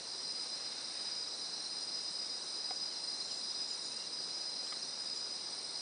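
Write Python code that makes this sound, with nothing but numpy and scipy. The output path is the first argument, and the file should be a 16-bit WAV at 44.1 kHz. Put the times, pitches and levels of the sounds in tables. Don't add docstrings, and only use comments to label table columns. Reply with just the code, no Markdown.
import sys
import numpy as np
from scipy import signal
from scipy.io import wavfile
from scipy.ndimage import uniform_filter1d

SR = 44100
rng = np.random.default_rng(int(sys.argv[2]) if len(sys.argv) > 2 else 0)


def attenuation_scalar(level_db):
    decades = np.asarray(level_db, float) / 20
    return 10 ** decades


def generate_wav(signal):
    frames = np.transpose(np.atleast_2d(signal))
    scaled = np.clip(frames, -1, 1) * 32767
    pcm = np.round(scaled).astype(np.int16)
    wavfile.write(sys.argv[1], SR, pcm)


N = 256214
t = np.arange(N) / SR

# (frequency [Hz], relative density [dB])
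HISS_SPECTRUM = [(30, -27), (80, -14), (200, -2), (400, 1), (900, -1), (1600, -5), (3300, -9), (3900, 1.5),
                 (4450, 2), (4800, 4), (5300, 3), (5600, 8.5), (6100, -1), (6700, -9.5), (7600, -8.5),
                 (8800, 0), (9600, -9.5), (10150, -22.5)]
# (pitch [Hz], rms wander [Hz], relative level [dB], throb rate [1/s])
THROBBING_TONES = [(3560, 12, -17, 14), (3712, 15, -12, 30), (3790, 20, -14, 14), (3836, 20, -9, 30),
                   (3950, 15, -7, 14), (3995, 18, -4, 30), (4050, 15, -9, 8), (4085, 9, -2, 14.5),
                   (4112, 7, 0, 30), (4160, 12, -8, 8), (4204, 10, -11, 14), (4300, 15, -12, 14),
                   (4362, 9, -5, 9), (5070, 20, -10, 30), (5545, 25, -7, 10), (5680, 30, -9, 16),
                   (5845, 15, -12, 10)]
# (time [s], level [dB])
THROBBING_LEVEL = [(0, -51), (1.4, -47), (2.0, -50.5), (2.6, -48), (4.1, -49), (5.81, -50.5)]
# (start [s], end [s], mid-stroke pitch [Hz], level before scatter [dB])
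TRILLS = [(.272, .53, 8800, -59), (.804, 1.12, 8780, -59), (1.596, 1.87, 8780, -59),
          (2.392, 2.6, 8800, -60), (2.971, 3.25, 8800, -59), (3.73, 3.99, 8850, -59),
          (4.408, 4.56, 9000, -63), (4.681, 4.92, 8780, -59), (4.976, 5.1, 9000, -63),
          (5.499, 5.81, 8800, -58)]
# (start [s], length [s], first pitch [Hz], last pitch [Hz],
#                      mid-note level before scatter [dB], rms fuzziness [Hz])
BIRD_NOTES = [(2.9, .04, 3250, 2750, -62, 60), (3.21, .22, 7150, 7480, -59, 200),
              (3.285, .05, 3400, 2600, -60, 60), (3.48, .08, 3450, 3450, -64, 30),
              (3.61, .04, 7500, 7200, -61, 300), (3.665, .08, 7650, 6600, -56, 350),
              (3.69, .06, 3300, 2500, -62, 60), (3.82, .07, 7250, 6750, -58, 300),
              (3.905, .07, 2520, 2770, -63, 10), (3.96, .11, 2760, 2810, -63, 10),
              (4.62, .15, 7800, 7050, -63, 50), (5.14, .07, 7300, 7150, -61, 120)]
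# (time [s], strike level [dB], main mode [Hz], main mode t60 [s], brightness [dB/octave])
KNOCKS = [(1.283, -44, 1150, .015, -6), (1.294, -48, 1150, .015, -6), (1.383, -50, 3100, .012, -8),
          (2.7083, -28.5, 755, .018, -12), (4.669, -45, 1250, .010, 9), (4.7243, -32.5, 1210, .014, 0)]
# (multiple of the main mode [1], relative level [dB])
WOOD_MODES = [(.68, -10), (1, 0), (1.33, -8), (1.63, -5), (2.6, -3)]
# (multiple of the click rate [1], relative level [dB])
CICADA_BODY = [(6, -24.5), (7, -12.5), (8, 7.5), (9, -22), (10, -21.5)]
# (time [s], level [dB])
CICADA_EFFORT = [(0, -45.5), (1.6, -44.5), (2.3, -43), (4.7, -44), (5.81, -45)]
# (from [s], waver rate [1/s])
CICADA_PACE = [(0, 9.171), (2.7, 8.87), (3.602, 9.4), (4.453, 9.11), (5.331, 9.32)]

HISS_DB, EDGE_HZ = -47, 10170
SURGE_DB = 0.25
NOTE_ENDS_DB = -4
RUSTLE_START_S, RUSTLE_RISE_S, RUSTLE_HOLD_S, RUSTLE_FALL_S, RUSTLE_DB = .1, .6, .43, .2, -61
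BOUNCE_S, BOUNCE_DB = .004, -4
FIRST_TOP_S = .083
EASY_CLICKS_PER_S, CLICKS_PER_S_PER_DB, EASY_DB = 619.6, .7, -44.5


def evened(x):
    return x / np.sqrt(np.mean(x ** 2) + 1e-20)


def drift(rate_hz):
    hz = np.geomspace(rate_hz / 20, rate_hz, num=16)[:, None]
    coarse_s = t[::64]
    waves = np.sin(2 * np.pi * (hz * coarse_s + rng.random(hz.shape)))
    return np.interp(t, coarse_s, evened((waves / np.sqrt(hz)).sum(0)))


def add(mix, start_s, sound):
    part = mix[round(start_s * SR):][:len(sound)]
    part += sound[:len(part)]


def trees(x, t60_s, wet_db, sway_hz):
    u = np.arange(SR // 2) / SR
    tails = rng.standard_normal((3, len(u))) * attenuation_scalar(-60 * u / t60_s)
    tails /= np.linalg.norm(tails, axis=1)[:, None]
    turn = np.pi * (sway_hz * t + np.arange(3)[:, None] / 3)
    feeds = x * np.cos(turn) * np.sqrt(2 / 3)
    wet = signal.fftconvolve(feeds, tails, axes=1)[:, :N].sum(0)
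    return evened(x + attenuation_scalar(wet_db) * wet)


def hiss():
    frames, hz = N // 256 + 5, np.fft.rfftfreq(1024, 1 / SR)
    real, imag, patches = rng.standard_normal((frames, 513, 3)).T
    patches = uniform_filter1d(patches, size=10, axis=0)
    patches = evened(uniform_filter1d(patches, size=10, axis=1))
    table_hz, table_db = np.transpose(HISS_SPECTRUM)
    shape_db = np.interp(np.log(hz + 1), np.log(table_hz), table_db)[:, None]
    flicker_db = 1.38 * np.clip(hz / 4000, 0, 1)[:, None] * patches
    spectra = (real + 1j * imag) * attenuation_scalar(shape_db + flicker_db) * (hz < EDGE_HZ)[:, None]
    noise = signal.istft(spectra, nperseg=1024, noverlap=768)[1][:N]
    return attenuation_scalar(HISS_DB) * evened(noise)


def throbbing_tones():
    field = np.zeros(N)
    for hz, wander_hz, db, throbs_per_s in THROBBING_TONES:
        tone = np.cos(2 * np.pi * np.cumsum(hz + wander_hz * drift(40)) / SR)
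        throb_turns = throbs_per_s * t + 0.28 * drift(4) + rng.random()
        throb = 1 + 0.78 * np.cos(2 * np.pi * throb_turns)
        field += attenuation_scalar(db + .9 * drift(6)) * throb * tone
    level_db = np.interp(t, *np.transpose(THROBBING_LEVEL)) + SURGE_DB * drift(14)
    return trees(field, t60_s=.24, wet_db=-4, sway_hz=1.45) * attenuation_scalar(level_db)


def katydids():
    out = np.zeros(N)
    for start_s, end_s, hz, db in TRILLS:
        u = np.arange(-.01, end_s - start_s, 1 / SR)
        stroke = (u * 49.2) % 1
        rasp = evened(uniform_filter1d(rng.standard_normal(len(u)), size=90))
        pitch_hz = hz + 200 * (stroke - .5) + 170 * rasp
        tone = np.cos(2 * np.pi * np.cumsum(pitch_hz) / SR)
        pulse = np.exp(-((stroke - .5) / .19) ** 2)
        trill = attenuation_scalar(db) * evened(tone * pulse) * signal.windows.tukey(len(u), .12)
        add(out, start_s - .01, trill)
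    return np.sqrt(np.mean(out ** 2)) * trees(out, t60_s=.15, wet_db=-10, sway_hz=1.5)


def birds():
    out = np.zeros(N)
    for start_s, length_s, first_hz, last_hz, db, fuzz_hz in BIRD_NOTES:
        u = np.arange(0, length_s, 1 / SR) / length_s
        fuzz = evened(uniform_filter1d(rng.standard_normal(SR // 2), size=60))[:len(u)]
        pitch_hz = first_hz + (last_hz - first_hz) * u + fuzz_hz * fuzz
        note = np.sqrt(2) * np.cos(2 * np.pi * np.cumsum(pitch_hz) / SR)
        level_db = db + NOTE_ENDS_DB * (2 * u - 1) ** 2
        add(out, start_s, note * attenuation_scalar(level_db) * signal.windows.tukey(len(u), .3))
    return np.sqrt(np.mean(out ** 2)) * trees(out, t60_s=.2, wet_db=-9, sway_hz=1.5)


def rustle():
    corners_s = np.cumsum([RUSTLE_START_S, RUSTLE_RISE_S, RUSTLE_HOLD_S, RUSTLE_FALL_S])
    grains = rng.standard_normal(N) * attenuation_scalar(2 * drift(40))
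    band = signal.butter(2, [1400, 3100], "band", fs=SR, output="sos")
    swell = np.interp(t, corners_s, [0, 1, 1, 0])
    return evened(signal.sosfilt(band, grains)) * attenuation_scalar(RUSTLE_DB) * swell


def knocks():
    out, u = np.zeros(N), np.arange(SR // 10)[:, None] / SR
    modes, modes_db = np.transpose(WOOD_MODES)
    band = signal.butter(2, [500, 3500], "band", fs=SR, output="sos")
    crack = evened(signal.sosfilt(band, rng.standard_normal(len(u))))
    for start_s, db, hz, t60_s, bright_db in KNOCKS:
        tilt_db = bright_db * np.maximum(np.log2(modes), 0)
        level_db = modes_db + tilt_db - 60 * u * np.sqrt(modes) / t60_s
        attack = 1 - np.exp(-u * hz / .8)
        ring = attenuation_scalar(level_db) * np.sin(2 * np.pi * hz * modes * u) * attack
        blow = attenuation_scalar(db) * ring.sum(1)
        blow += attenuation_scalar(db - 14) * crack * attenuation_scalar(-90 * u[:, 0] / t60_s)
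        add(out, start_s, blow)
        add(out, start_s + BOUNCE_S, attenuation_scalar(BOUNCE_DB) * blow)
    return out


def overtones(clicks_per_s, body):
    turns = np.cumsum(clicks_per_s) / SR
    return sum(attenuation_scalar(db) * np.cos(2 * np.pi * (k * turns + rng.random())) for k, db in body)


def near_cicada():
    since_s, pace = np.transpose(CICADA_PACE)
    pace_now = pace[np.searchsorted(since_s, t, "right") - 1]
    cycles = np.cumsum(pace_now) / SR - pace[0] * FIRST_TOP_S
    effort_db = np.interp(t, *np.transpose(CICADA_EFFORT))
    clicks_per_s = EASY_CLICKS_PER_S + CLICKS_PER_S_PER_DB * (effort_db - EASY_DB)
    song = np.zeros(N)
    # (lag [cycles], rms looseness [cycles], relative level [dB])
    for lag, looseness, db in [(0, .02, 0), (.4, .12, -8)]:
        turn = 2 * np.pi * (cycles - lag + looseness * drift(3))
        swing = np.cos(turn) - .26 * np.sin(2 * turn) - .13 * np.cos(3 * turn)
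        pump_db = 1.9 * np.cos(2 * turn) + 2.1 * np.sin(turn) + 1.3 * np.cos(turn)
        voice = overtones(clicks_per_s + 5.3 * swing + .25 * drift(17), CICADA_BODY)
        song += attenuation_scalar(db + pump_db + .8 * drift(40)) * voice
    return trees(song, t60_s=.5, wet_db=-1.5, sway_hz=2.5) * attenuation_scalar(effort_db)


def scene():
    return (hiss() + throbbing_tones() + katydids() + birds() + rustle() + knocks() + near_cicada())[None]


def band_limit(x):
    return signal.sosfilt(signal.butter(12, 10610, fs=SR, output="sos"), x)


def record(dry):
    lowpass = signal.firwin(1023, EDGE_HZ, window=("kaiser", 10), fs=SR)
    limited = signal.oaconvolve(dry, lowpass[None], "same")
    return band_limit(limited)


dry = scene()
out = record(dry)
generate_wav(out)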